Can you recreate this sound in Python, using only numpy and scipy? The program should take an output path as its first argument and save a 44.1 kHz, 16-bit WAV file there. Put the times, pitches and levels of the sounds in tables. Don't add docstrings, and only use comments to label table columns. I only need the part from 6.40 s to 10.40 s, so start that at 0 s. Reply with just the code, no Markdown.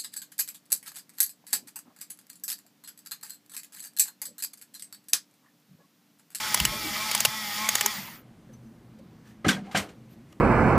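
import sys
import numpy as np
from scipy import signal
from scipy.io import wavfile

SR = 44100
rng = np.random.default_rng(int(sys.argv[2]) if len(sys.argv) > 2 else 0)


def dump(signal):
    limited = np.clip(np.atleast_2d(signal).T, -1, 1)
    pcm = np.round(limited * 32767).astype(np.int16)
    wavfile.write(sys.argv[1], SR, pcm)


def natural_amplitude(level_db):
    exponent = np.asarray(level_db, float) / 20
    return 10 ** exponent


N = 176400
T = np.arange(N) / SR


def rms_one(x):
    return x / np.sqrt(np.mean(x ** 2) + 1e-20)


def at_hz(points, hz):
    points = np.array(points)
    return np.interp(np.log(hz), np.log(points[:, 0]), points[:, 1])


def drift(rate):
    r = np.exp(-80 * np.pi * rate / SR)
    chance = rng.standard_normal(N // 40 + 2002)
    slow = signal.lfilter([1], [1, -2 * r, r * r], chance)[2000:]
    return np.interp(np.arange(N) / 40, np.arange(len(slow)), rms_one(slow))


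def ring(x, hz, t60):
    r, w = natural_amplitude(-60 / (t60 * SR)), 2 * np.pi * hz / SR
    return signal.lfilter([0, np.sin(w)], [1, -2 * r * np.cos(w), r * r], x + 1e-18)


def butter(x, order, hz, kind):
    return signal.sosfilt(signal.butter(order, hz, kind, fs=SR, output="sos"), x)


def peak(x, hz, width_hz):
    return signal.lfilter(*signal.iirpeak(hz, hz / width_hz, SR), x)


def bands(x, spectrum, shape):
    edges = 25 * 2 ** np.arange(0, 9.7, .5)
    out, power = 0, 0
    for k, (low, high) in enumerate(zip(edges, edges[1:])):
        hz = np.sqrt(low * high)
        gain = natural_amplitude(at_hz(spectrum, hz))
        power += gain ** 2 * (high - low) * 2 / SR
        out = out + gain * shape(hz) * butter(x[k % 2], 2, [low, high], "band")
    return out / np.sqrt(power)


def strike(t, rise_s, t60):
    return np.clip(t / rise_s, 0, 1) * natural_amplitude(-60 * np.clip(t - rise_s, 0, None) / t60)


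def puff(t, length_s):
    return np.exp(-.5 * (t / length_s) ** 2)


# f/Hz, level/dB per Hz
HUM = [(15, -47), (25, -14), (227, -3), (289, -21), (322, -13), (445, -14.5), (537, -17.5), (6050, -38),
       (15500, -43)]
# f/Hz, width/Hz, level/dB
HUM_TONES = [(125, 9.3, -56.5), (223.3, 8.5, -55), (324, 14, -64.5), (173, 4, -63.5)]
HUM_DB = -52


def room():
    air = bands(rng.standard_normal((2, N)), HUM, lambda hz: natural_amplitude(1.2 * drift(1.3)))
    out = natural_amplitude(HUM_DB - 3.5) * air
    for hz, width_hz, db in HUM_TONES:
        out = out + natural_amplitude(db) * rms_one(peak(rng.standard_normal(N), hz, width_hz))
    return out


# t/s, level/dB, f/Hz, t60/s
TICKS = [(.315, -36.5, 590, 0.18), (0.441, -32, 318, 0.18), (1.436, -36.5, 404, 0.16),
         (1.569, -35.5, 195.5, 0.19), (2.09, -51.5, 510, 0.11), (2.133, -53, 6100, 0.072),
         (3.1, -26.5, 197, 0.5), (2.59, -47.5, 537, 0.073), (2.589, -44, 180, 0.13), (3.26, -47, 792, 0.21),
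         (3.926, -57.5, 1230, 0.046)]
TICK_CRACK_DB = -9


def far_ticks():
    wobble = drift(32)
    bright = signal.lfilter([1, -.7], [1], rng.standard_normal(N))
    out = np.zeros(N)
    for s, db, hz, t60 in TICKS:
        t = T - s
        out += natural_amplitude(db) * strike(t, 0.1 * t60, t60) * np.sin(2 * np.pi * hz * t + .7 * wobble)
        if hz > 1000:
            out += natural_amplitude(db + TICK_CRACK_DB) * strike(t, .001, .02) * bright
    return out


# t/s, length/s, level/dB
RUSTLES = [
    (2.89, .03, -59),
    (3.73, .02, -63),
    (3.928, .0025, -53),
    (3.91, .03, -66),
    (3.33, .01, -50),
    (2.14, .012, -62),
    (2.593, .004, -58),
]


def cloth():
    dull = signal.lfilter([.6], [1, -.7], rng.standard_normal(N))
    return sum(natural_amplitude(db) * puff(T - s, length_s) for s, length_s, db in RUSTLES) * dull


# t/s, level/dB, f/Hz
BUMPS = [
    (.19, -34, 79),
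    (.207, -25, 173),
    (0.195, -28.5, 59.7),
    (0.241, -28.5, 240),
    (0.25, -30.5, 134),
    (.255, -38, 45),
    (.3, -36.5, 136),
    (.87, -31.5, 125),
    (3.39, -38, 84),
    (0.488, -38, 220),
]
BUMP_CYCLES = 7.5
RUMBLE_S, RUMBLE_LENGTH_S, RUMBLE_DB, RUMBLE_HZ = 0.37, 0.18, -45.5, 315


def grip():
    rumble = rms_one(butter(rng.standard_normal(N), 2, [40, RUMBLE_HZ], "band"))
    out = natural_amplitude(RUMBLE_DB) * puff(T - RUMBLE_S, RUMBLE_LENGTH_S) * rumble
    for s, db, hz in BUMPS:
        out += natural_amplitude(db) * strike(T - s, 1.7 / hz, BUMP_CYCLES / hz) * np.sin(2 * np.pi * hz * (T - s))
    return out


# t/s, length/s, level/dB, f/Hz
SWELLS = [(0.06, 0.013, -37, 1470), (0.558, 0.017, -38, 2050), (0.567, 0.012, -38.5, 1210),
          (.625, .015, -39, 2340), (.67, .015, -51, 2120), (1.25, .02, -36.5, 2270),
          (1.535, .012, -46, 1260), (1.585, .01, -42.5, 1880), (1.59, .015, -47.5, 920),
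          (1.687, 0.025, -49.5, 960), (1.713, 0.011, -61, 2200), (1.732, 0.022, -57, 1300),
          (1.79, .025, -62, 1320), (2.094, .01, -66, 1680), (2.269, 0.0055, -72, 6120),
          (2.87, 0.023, -64, 1710), (2.874, 0.0055, -66.5, 5830), (2.92, .01, -64, 1800),
          (3.298, 0.015, -51, 780), (3.72, .015, -65.5, 12960), (.37, 0.021, -44.5, 200)]
SWELL_WIDTH_HZ = 120


def brushed_parts():
    white, out = rng.standard_normal(N), np.zeros(N)
    for s, length_s, db, hz in SWELLS:
        span = slice(max(int((s - .1) * SR), 0), int((s + .1) * SR))
        narrow = rms_one(peak(white[span], hz, SWELL_WIDTH_HZ))
        out[span] += natural_amplitude(db) * puff(T[span] - s, length_s) * narrow
    return out


# t/s, peak level/dB, f/Hz,
# t60/s
PINGS = [(3.047, -26, 1260, .05), (3.058, -30, 1650, .04), (3.064, -18, 300, .05), (3.083, -27, 5750, .05),
         (3.087, -19, 3500, .04), (3.089, -13, 1570, .05), (3.093, -23, 300, .08), (3.107, -25, 3590, .035),
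         (3.121, -29, 1610, .06), (3.13, -29, 3340, .04), (3.147, -36, 3340, .04), (3.165, -38, 1610, .1),
         (3.18, -39, 740, .08), (3.325, -42, 1230, .06), (3.347, -19, 740, .06), (3.348, -27, 2350, .05),
         (3.352, -15, 1590, .035), (3.361, -25, 3020, .04), (3.362, -27, 657, .12), (3.376, -30, 5600, .04),
         (3.926, -56, 1900, .04), (3.926, -56, 2900, .04), (3.926, -58, 5600, .03), (3.365, -28, 200, .16)]


def struck_parts():
    out = np.zeros(N)
    for s, db, hz, t60 in PINGS:
        out += natural_amplitude(db) * strike(T - s, 1.5 / hz, t60) * np.sin(2 * np.pi * hz * (T - s))
    return out


# t/s, level/dB, rise/s, brightness/dB per
# octave, boom level/dB
KNOCKS = [(3.044, -26, 0.0047, -7.5, -26), (3.063, -41.5, 0.0028, 1.5, -15.5),
          (3.082, -31, 0.00061, 3.4, -15), (3.086, -26, 0.0028, 0.6, -24), (3.105, -66, 0.0026, -3.2, -34),
          (3.23, -51, 0.039, -4.5, -63), (3.311, -43.5, .003, -1.5, -57), (3.344, -23, 0.011, -4, -23.5),
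          (3.357, -36, 0.0086, 1.5, -25), (3.37, -45, 0.0037, 8, -37), (3.485, -57, 0.0076, 1, -50)]
# f/Hz, level/dB per Hz
KNOCK = [(240, -21.5), (400, -11), (1080, -9.5), (1560, -2.5), (2290, -4), (3620, -5.5), (3970, -9.5),
         (7790, -14.5), (15500, -32.5)]
# f/Hz, t60/s
KNOCK_T60 = [(100, 0.24), (260, 0.45), (700, 0.32), (1840, 0.21), (4850, 0.17), (12800, 0.17)]
# f/Hz, level/dB, t60/s
TABLE = [(197, 5, 0.31), (251.6, 0.5, 0.17), (291, -1, 0.37), (411, -14, 0.086)]
# f/Hz, level/dB, t60/s
BOX = [(743, 0, 0.087), (1576, 1.5, 0.078), (2400, -12, .05), (3440, -7, .03), (6200, -15, .12),
       (7600, -2, .03)]
BOX_DB = -32


def knocks():
    def contact(hz, t60):
        return sum(natural_amplitude(db + tilt * np.log2(hz / 1500)) * strike(T - s, rise_s, t60)
                   for s, db, rise_s, tilt, _ in KNOCKS)

    white = rng.standard_normal((2, N))
    out = bands(white, KNOCK, lambda hz: contact(hz, at_hz(KNOCK_T60, hz)))
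    for hz, db, t60 in BOX:
        out = out + natural_amplitude(BOX_DB + db) * ring(contact(hz, 0.084) * white[0], hz, t60)
    push = sum(natural_amplitude(boom_db) * strike(T - s, .002, .012) for s, _, _, _, boom_db in KNOCKS) / 100
    push = butter(push, 2, 90, "high")
    for hz, db, t60 in TABLE:
        out = out + natural_amplitude(db) * ring(push, hz, t60)
    return butter(out, 4, 95, "high")


# t/s, peak level/dB, low ring f/Hz, high ring f/Hz
CLACKS = [(0.144, -7.5, 997, 10230), (0.1747, -17, 780, 3400), (0.2006, -12, 980, 2740),
          (0.2513, -9.5, 1825, 2930), (0.7136, -16, 855, 2330), (0.749, -10.5, 990, 9850),
          (0.777, -19.5, 2000, 6870), (0.804, -10.5, 857, 7500), (0.8503, -7.5, 853, 2830),
          (1.2888, -10, 1900, 6480), (1.3532, -10.5, 1040, 7000), (1.3827, -21.5, 1930, 1980),
          (1.41, -11, 1790, 7600), (1.46, -10.5, 910, 6730)]
# f/Hz, level/dB per Hz
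CLACK = [(180, -43), (300, -17.5), (892, -8.5), (1800, -6.5), (2880, -6), (4100, -6), (12400, -6.5),
         (15200, -9.5), (16500, -42)]
# f/Hz, level/dB, t60/s
LEVER = [(697, -27.5, 0.044), (3010, -8, .025), (3910, -12.5, .02), (6680, -2.5, .02), (7730, -4, .02),
         (10100, -4.5, .015)]
GRAZES_S = [
    .175,
    .777,
    1.383,
]
GRAZE_CUT_HZ = 7000
DOUBLE_S, DOUBLE_GAP_S = .8495, .0045
CLACK_DB, CLACK_T60_S, RATTLE_S = -6, 0.012, 0.0033
LEVER_DB, RING_DB, LOW_RING_DB, LOW_RING_T60_S = -32, -27, -36.5, 0.038


def levers():
    noise = bands(rng.standard_normal((2, N)), CLACK, lambda hz: 1)
    dull = butter(noise, 4, GRAZE_CUT_HZ, "low")
    white, out = rng.standard_normal(N), np.zeros(N)
    spread_db = rng.normal(0, 2.8, (len(CLACKS), len(LEVER)))
    for (s, db, low_hz, high_hz), own_db in zip(CLACKS, spread_db):
        span = slice(int(s * SR) - 20, int(s * SR) + 4400)
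        t = T[span] - s + .0003
        grazes = min(abs(s - g) for g in GRAZES_S) < .01
        length_s = RATTLE_S + DOUBLE_GAP_S * (abs(s - DOUBLE_S) < .01)
        fall_db = -60 * np.clip(t - length_s, 0, None) / CLACK_T60_S - 510 * np.clip(t, 0, length_s)
        touch = natural_amplitude(db) * np.clip(t / 0.0002, 0, 1) * natural_amplitude(fall_db)
        hit = touch * white[span]
        out[span] += natural_amplitude(CLACK_DB) * touch * (dull if grazes else noise)[span]
        out[span] += natural_amplitude(RING_DB) * ring(hit, high_hz, .015)
        out[span] += natural_amplitude(LOW_RING_DB) * ring(hit, low_hz, LOW_RING_T60_S)
        for (hz, mode_db, t60), gain_db in zip(LEVER, own_db):
            if not grazes or hz < GRAZE_CUT_HZ:
                out[span] += natural_amplitude(LEVER_DB + mode_db + gain_db) * ring(hit, hz, t60)
    return butter(out, 2, 350, "high")


SHAFT_HZ, SHAFT_CREEP_HZ_PER_S, CAM_TURN_S = 211.89, .10, .6097
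TWICE_HZ, TWICE_PEAK_S, ONCE_HZ, ONCE_PEAK_S = 5.22, .3467, 1.32, .2726
CUT_S, COAST_S, REST_S = 1.506, .48, 1.83


def shaft():
    twice = 4 * np.pi * (T - TWICE_PEAK_S) / CAM_TURN_S
    once = 2 * np.pi * (T - ONCE_PEAK_S) / CAM_TURN_S
    hz = SHAFT_HZ + SHAFT_CREEP_HZ_PER_S * T + TWICE_HZ * np.cos(twice) + ONCE_HZ * np.cos(once)
    coast = np.clip(T - CUT_S, 0, None)
    slowing_hz = np.interp(CUT_S, T, hz) * np.clip(1 - coast / COAST_S, 0, 1)
    return np.where(T < CUT_S, hz, slowing_hz), coast, twice


# multiples of the shaft f, and their level/dB rms
LOW_ORDERS = [1, 3, 4, 5, 6, 9, 10, 11, 13, 14, 15, 16, 16.6, 24, 25, 26, 33]
LOW_DB = [-51, -57, -46, -50, -50, -50, -47, -48, -55, -58, -57, -51, -56, -57, -55, -57, -55]
# multiples of the shaft f, and their level/dB rms
HIGH_ORDERS = [47, 48, 49, 51, 54, 55, 56, 57, 63, 64, 67, 68, 69, 70, 71, 75, 78, 81, 85]
HIGH_DB = [-66, -52, -64, -64, -61, -56, -58, -62, -62, -61, -63, -64, -58, -53, -48, -45, -44, -45, -46]
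MESH_ORDERS = (16, 16.6)
MESH_FADE_SHARE = .25
LOW_WAVER_DB, HIGH_WAVER_DB = 3.6, 2.5
LOW_SONG_FADE_DB_PER_S, HIGH_SONG_FADE_DB_PER_S = 200, 170
FIFTH_SURGE_DB = 9
TOP_EASE_HZ, TOP_EASE_DB_PER_KHZ = 14800, 11
BLUR_TURNS = .0005


def whine(hz, coast, twice, turns):
    blurred, sing = turns + BLUR_TURNS * drift(40), 0
    groups = ((LOW_ORDERS, LOW_DB, LOW_WAVER_DB, LOW_SONG_FADE_DB_PER_S),
              (HIGH_ORDERS, HIGH_DB, HIGH_WAVER_DB, HIGH_SONG_FADE_DB_PER_S))
    for orders, levels, waver_db, fade in groups:
        for k, db in zip(orders, levels):
            surge_db = FIFTH_SURGE_DB * (np.cos(twice + .7) - .2) * (k == 5)
            above_khz = np.clip(k * hz - TOP_EASE_HZ, 0, None) / 1000
            ease_db = TOP_EASE_DB_PER_KHZ * above_khz * (T < CUT_S)
            fade_share = .6 if k > 72 else MESH_FADE_SHARE if k in MESH_ORDERS else 1
            level_db = db + 3 + surge_db - ease_db + waver_db * drift(12) - fade * coast * fade_share
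            sing = sing + natural_amplitude(level_db) * np.sin(2 * np.pi * (k * blurred + rng.random()))
    return sing


# f/Hz, level/dB per Hz
GEARS = [(150, -27.5), (300, -14.5), (500, -12.5), (1000, -3), (2200, -5.5), (5200, -3), (8500, -10),
         (12000, -12.5), (15500, -13)]
# f/Hz, width/Hz, level/dB
FRAME = [(1300, 82, -2.5), (2050, 350, 2.5), (3370, 330, -3.5), (4590, 250, -2), (7000, 200, -4),
         (11800, 290, -2)]
EFFORT_DB, EFFORT_SWING_DB, EFFORT_PEAK_S, TREBLE_SWING_SHARE = -31.5, 2, 0.068, 0.5
TOOTH_SHARE, TEETH_PER_S, GEAR_PATCH_DB = 0.3, 2500, 1.3
WHEEL_SHARE = .1
COAST_DB_PER_S, MIDDLE_COAST_SHARE, TREBLE_COAST_SHARE = 62, 1.46, .18


def gear_rattle(coast, turns):
    teeth = (rng.random((2, N)) < TEETH_PER_S / SR) * rng.standard_normal((2, N))
    friction = rng.standard_normal((2, N))
    grit = np.sqrt(TOOTH_SHARE) * rms_one(teeth) + np.sqrt(1 - TOOTH_SHARE) * friction
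    around = np.linspace(0, 1, 220)
    wheel = np.array([np.interp(turns % 1, around, w) for w in rng.standard_normal((2, 220))])
    wheel = rms_one(wheel) * natural_amplitude(-LOW_SONG_FADE_DB_PER_S * coast)
    grit = np.sqrt(1 - WHEEL_SHARE * (T < CUT_S)) * grit + np.sqrt(WHEEL_SHARE) * wheel
    shared = drift(10)
    swing_db = EFFORT_SWING_DB * np.cos(2 * np.pi * (T - EFFORT_PEAK_S) / CAM_TURN_S)
    coast_db = COAST_DB_PER_S * coast * np.sqrt(coast / (REST_S - CUT_S))

    def effort(hz):
        patch_db = GEAR_PATCH_DB * (0.34 * shared + drift(25))
        swing_share = TREBLE_SWING_SHARE if hz > 8e3 else 1
        coast_share = TREBLE_COAST_SHARE if hz > 11e3 else MIDDLE_COAST_SHARE if hz > 3e3 else 1
        return natural_amplitude(patch_db + swing_db * swing_share - coast_db * coast_share)

    rattle = bands(grit, GEARS, effort)
    body = rattle.copy()
    for hz, width_hz, db in FRAME:
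        body += natural_amplitude(db) * peak(rattle, hz, width_hz)
    return natural_amplitude(EFFORT_DB - 4) * body


def motor():
    hz, coast, twice = shaft()
    turns = np.cumsum(hz) / SR
    running = whine(hz, coast, twice, turns) + gear_rattle(coast, turns)
    return running * np.clip((REST_S - T) / .09, 0, 1)


CUTOFF_HZ, CLACK_TOP_LEAK_DB = 15280, -15


def cut_top(x):
    return signal.sosfilt(signal.ellip(10, .5, 60, CUTOFF_HZ, fs=SR, output="sos"), x)


def scene():
    quiet = room() + far_ticks() + cloth() + grip() + brushed_parts()
    clacks = levers()
    leak = signal.sosfilt(signal.cheby2(10, 60, 16700, fs=SR, output="sos"), clacks - cut_top(clacks))
    leak = butter(natural_amplitude(CLACK_TOP_LEAK_DB) * leak, 8, CUTOFF_HZ, "high")
    return np.tile(cut_top(quiet + struck_parts() + knocks() + clacks + motor()) + leak, (2, 1))


def roll_off(x):
    return signal.sosfilt(signal.butter(12, 16640, fs=SR, output="sos"), x)


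def record(dry):
    return roll_off(dry)


dry = scene()
out = record(dry)
dump(out)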